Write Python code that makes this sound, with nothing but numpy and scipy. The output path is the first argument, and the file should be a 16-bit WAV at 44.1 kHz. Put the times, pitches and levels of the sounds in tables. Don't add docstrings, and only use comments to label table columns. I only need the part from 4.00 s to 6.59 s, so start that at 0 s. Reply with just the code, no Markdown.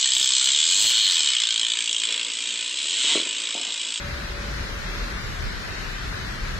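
import sys
import numpy as np
from scipy import signal
from scipy.fft import rfft, irfft, next_fast_len
from scipy.io import wavfile
from scipy.ndimage import uniform_filter1d, map_coordinates

SR = 44100
rng = np.random.default_rng(int(sys.argv[2]) if len(sys.argv) > 2 else 0)


def amplitude_ratio(level_db):
    exponent = np.asarray(level_db, float) / 20
    return 10 ** exponent


def transcribe(u):
    v = np.clip(np.atleast_2d(u).T, -1, 1)
    q = np.round(v * 32767).astype(np.int16)
    wavfile.write(sys.argv[1], SR, q)


N = 114219

# time in seconds, facing the towers from 0 to 1, breeze on the ports in dB.
TURN = [
    (0, 1, -63),
    (.5, 0.5, -45),
    (.9, 0.7, -45),
    (1.15, 0.47, -42.5),
    (1.45, .3, -37),
    (1.8, 0, -39),
    (2.1, 0.5, -46.5),
    (2.59, 0.04, -39),
]


def unit(x):
    return x / np.sqrt(np.mean(x ** 2) + 1e-20)


def along(points, hz):
    point_hz, point_db = np.transpose(points)
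    return np.interp(np.log(hz + 1), np.log(point_hz + 1), point_db)


def curves(rows):
    seconds, *columns = np.transpose(rows)
    return [np.interp(np.arange(N) / SR, seconds, column) for column in columns]


def wobble(rate):
    return map_coordinates(rng.standard_normal(400), [np.arange(N) * rate / SR])


def filtered(x, response):
    size = next_fast_len(N + 8192)
    spectrum = rfft(x, size) * response(np.fft.rfftfreq(size, 1 / SR))
    return irfft(spectrum, size)[..., :N]


def patchy(patchy_db):
    z = signal.stft(rng.standard_normal((2, N + 512)), nperseg=512)[2]
    field = uniform_filter1d(rng.standard_normal(z.shape[1:]), size=8, axis=0)
    field = uniform_filter1d(field, size=12, axis=1)
    return signal.istft(z * amplitude_ratio(patchy_db * unit(field)), nperseg=512)[1][:, :N]


def yard(pair, travel_s, ground_share):
    own_share, own_below_hz = 0.13, 23
    bearing = np.linspace(0, np.pi / 2, 24)[:, None]

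    def coherence(hz):
        along_ground = np.cos(2 * np.pi * hz * travel_s * np.cos(bearing)).mean(0)
        all_round = np.sinc(2 * hz * travel_s)
        shared = 1 - own_share / (1 + (hz / own_below_hz) ** 2)
        return shared * ((1 - ground_share) * all_round + ground_share * along_ground)

    def mixing(hz):
        c = coherence(hz)
        return np.array([c, np.sqrt(np.abs(1 - c ** 2))])

    return np.array([pair[0], filtered(pair, mixing).sum(0)])


def breeze():
    # frequency in Hz, level in dB per Hz.
    wind_tilt = [(12, -30), (22, 2), (35, 0), (60, -9), (110, -14), (250, -39), (500, -120)]
    _, level_db = curves(TURN)
    push = unit(filtered(rng.standard_normal(N), lambda f: amplitude_ratio(along(wind_tilt, f))))
    return amplitude_ratio(level_db) * push * [[1], [-1]]


def pump():
    # time in seconds, level in dB.
    whine_fade = [(0, -49.5), (.5, -49), (.62, -53.5), (.9, -52), (1.05, -51), (1.3, -69), (2.59, -68)]
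    # time in seconds, level in dB.
    partial_fade = [(0, -69), (.14, -72), (.2, -52), (.3, -51), (.36, -65), (.45, -60), (.8, -59),
                    (1.2, -68), (2.59, -73)]
    # frequency in Hz, width in Hz, level in dB.
    gear_tones = [
        (366, 18, -57.5),
        (4600, 30, -96),
        (6150, 30, -91),
    ]
    whine_hz, partial_hz, left_lead = 573.8, 636, 0.6
    whine_db, = curves(whine_fade)
    partial_db, = curves(partial_fade)
    phase = 2 * np.pi * whine_hz * np.arange(N) / SR + 0.25 * wobble(12)
    whine = [amplitude_ratio(whine_db + 3 + 1.4 * wobble(12)) * np.sin(phase + lead) for lead in (left_lead, 0)]
    partial = amplitude_ratio(partial_db + 1.8 * wobble(8.3)) * np.sin(phase * partial_hz / whine_hz)
    sound = np.array(whine) + partial
    for hz, width_hz, tone_db in gear_tones:
        noise = rng.standard_normal((2, N))
        band = filtered(noise, lambda f: np.exp(-((f - hz) / width_hz) ** 2))
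        sound = sound + amplitude_ratio(tone_db) * unit(band)
    return sound


def drops():
    drops_per_s, middle_hz, decay_cycles = 4000, 4570, 3.9
    when, pitch, size = rng.random((3, 2 * int(drops_per_s * N / SR), 1))
    hz = middle_hz * np.exp(1.6 * (pitch - .5))
    n = np.arange(96)
    ring = np.sin(2 * np.pi * hz * n / SR) * np.exp(-3 * n * hz / SR / decay_cycles)
    grain = amplitude_ratio(-3 * np.log(size + 0.011)) * ring
    at = (when * (2 * N - len(n))).astype(int) + n
    return unit(np.bincount(at.ravel(), grain.ravel(), 2 * N).reshape(2, N))


def water():
    # frequency in Hz, level in dB per Hz.
    fall_tilt = [(330, 1), (900, -2.5), (2600, 0.5), (2700, -1.5), (4300, 0), (6000, -6.5), (9200, -22.5),
                 (11500, -19)]
    fall_db, drops_db, ground_share = -33.5, -20.5, 0.85
    facing_travel_s, away_travel_s = 0.00081, 0.000778
    facing, _ = curves(TURN)
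    pair = unit(patchy(patchy_db=0.3)) + amplitude_ratio(drops_db) * drops()
    toward = yard(pair, facing_travel_s, ground_share)
    away = yard(pair, away_travel_s, ground_share)
    fall = facing * toward + (1 - facing) * away
    swell_db = .12 * wobble(1.5) + .35 * wobble(8)
    return amplitude_ratio(fall_db + swell_db) * unit(filtered(fall, lambda f: amplitude_ratio(along(fall_tilt, f))))


def fans():
    # time in seconds, level in dB.
    rumble_levels = [(0.0, -37), (0.15, -33), (0.3, -35.5), (0.5, -33.5), (0.7, -35.5), (0.9, -34),
                     (1.1, -34.5), (1.3, -35), (1.6, -36), (1.85, -36.5), (2.08, -34), (2.25, -34.5),
                     (2.45, -34.5), (2.59, -35)]
    # frequency in Hz, level in dB per Hz.
    rumble_tilt = [(8.2, -41), (14, -23), (32, 4), (48, 4), (147, -7.5), (192, -8), (294, -23.5),
                   (370, -20), (420, -19), (550, -27), (920, -120)]
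    # time in seconds, frequency in Hz, level in dB.
    blade_throb = [(0.0, 46.8, -40), (0.15, 50.3, -28), (0.3, 53.8, -33.5), (0.5, 53.5, -34),
                   (0.68, 54.9, -29.5), (0.78, 39.57, -50), (0.95, 39.03, -28.5), (1.15, 39.7, -32),
                   (1.3, 40.87, -42), (1.45, 40, -26.5), (1.65, 38.65, -31), (1.8, 35.36, -35.5),
                   (1.97, 34.4, -25), (2.08, 33.9, -34.5), (2.3, 32.94, -38), (2.45, 31.1, -28),
                   (2.59, 32.87, -37)]
    rumble_db, = curves(rumble_levels)
    throb_hz, throb_db = curves(blade_throb)
    field = yard(patchy(patchy_db=.5), travel_s=0.00092, ground_share=0.3)
    rumble = unit(filtered(field, lambda f: amplitude_ratio(along(rumble_tilt, f))))
    throb_level = np.sqrt(2) * amplitude_ratio(throb_db - 5 + 3.3 * wobble(8.8))
    throb = throb_level * np.sin(2 * np.pi * np.cumsum(throb_hz) / SR)
    return amplitude_ratio(rumble_db + 1.5) * rumble + throb


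def scene():
    return breeze() + pump() + water() + fans()


def ports(dry):
    # frequency in Hz, width in Hz, lift in dB.
    cavity_rings = [
        (1692, 728, 9),
        (4080, 1500, 2.5),
        (7400, 1800, 4),
    ]
    # frequency in Hz, level in dB.
    left_shade = [(300, 1), (1000, 1), (3000, -3), (5600, -5), (9000, 0)]
    low_cut_hz, top_hz, top_sag_db = 13.8, 13085, -2.5

    def response(f):
        left_db = along(left_shade, f)
        for hz, width_hz, lift_db in cavity_rings:
            left_db = left_db + lift_db * np.exp(-((f - hz) / width_hz) ** 2)
        low_cut = f ** 2 / (f ** 2 + low_cut_hz ** 2)
        top = amplitude_ratio(top_sag_db * np.clip((f - 12000) / 600, 0, 1)) * (f < top_hz)
        return low_cut * top * np.array([amplitude_ratio(left_db), np.ones_like(f)])

    return filtered(dry, response)


def fade_patches(pair):
    # frequency in Hz, gain in dB.
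    gate_depth = [(600, -3), (1500, 0), (1900, -3), (2300, -12), (2700, -32), (7000, -30), (9000, -17),
                  (13000, -16)]
    top_off = [
        [.15],
        [1.1],
    ]
    threshold, softness, top_band_hz = 0.5, 0.08, 12450
    frame = dict(nperseg=2048, noverlap=1536)
    hz, _, z = signal.stft([pair[0] + pair[1], pair[0] - pair[1]], SR, **frame)
    chance = rng.standard_normal(z.shape)
    for _ in range(2):
        chance = uniform_filter1d(uniform_filter1d(chance, size=3, axis=1), size=4, axis=2)
    shut = 1 / (1 + np.exp((threshold - unit(chance)) / softness))
    gate = amplitude_ratio(shut * along(gate_depth, hz)[:, None])
    top_on = unit(uniform_filter1d(rng.standard_normal(z[:, 0].shape), size=3)) < top_off
    kept = np.where(hz[:, None] > top_band_hz, top_on[:, None], 1)
    mid, side = signal.istft(z * kept * gate, SR, **frame)[1][:, :N]
    return np.array([mid + side, mid - side]) / 2


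def top_cut(x):
    return signal.sosfilt(signal.butter(12, 13095, fs=SR, output="sos"), x)


def record(dry):
    mix = fade_patches(ports(dry))
    return top_cut(mix)


dry = scene()
out = record(dry)
transcribe(out)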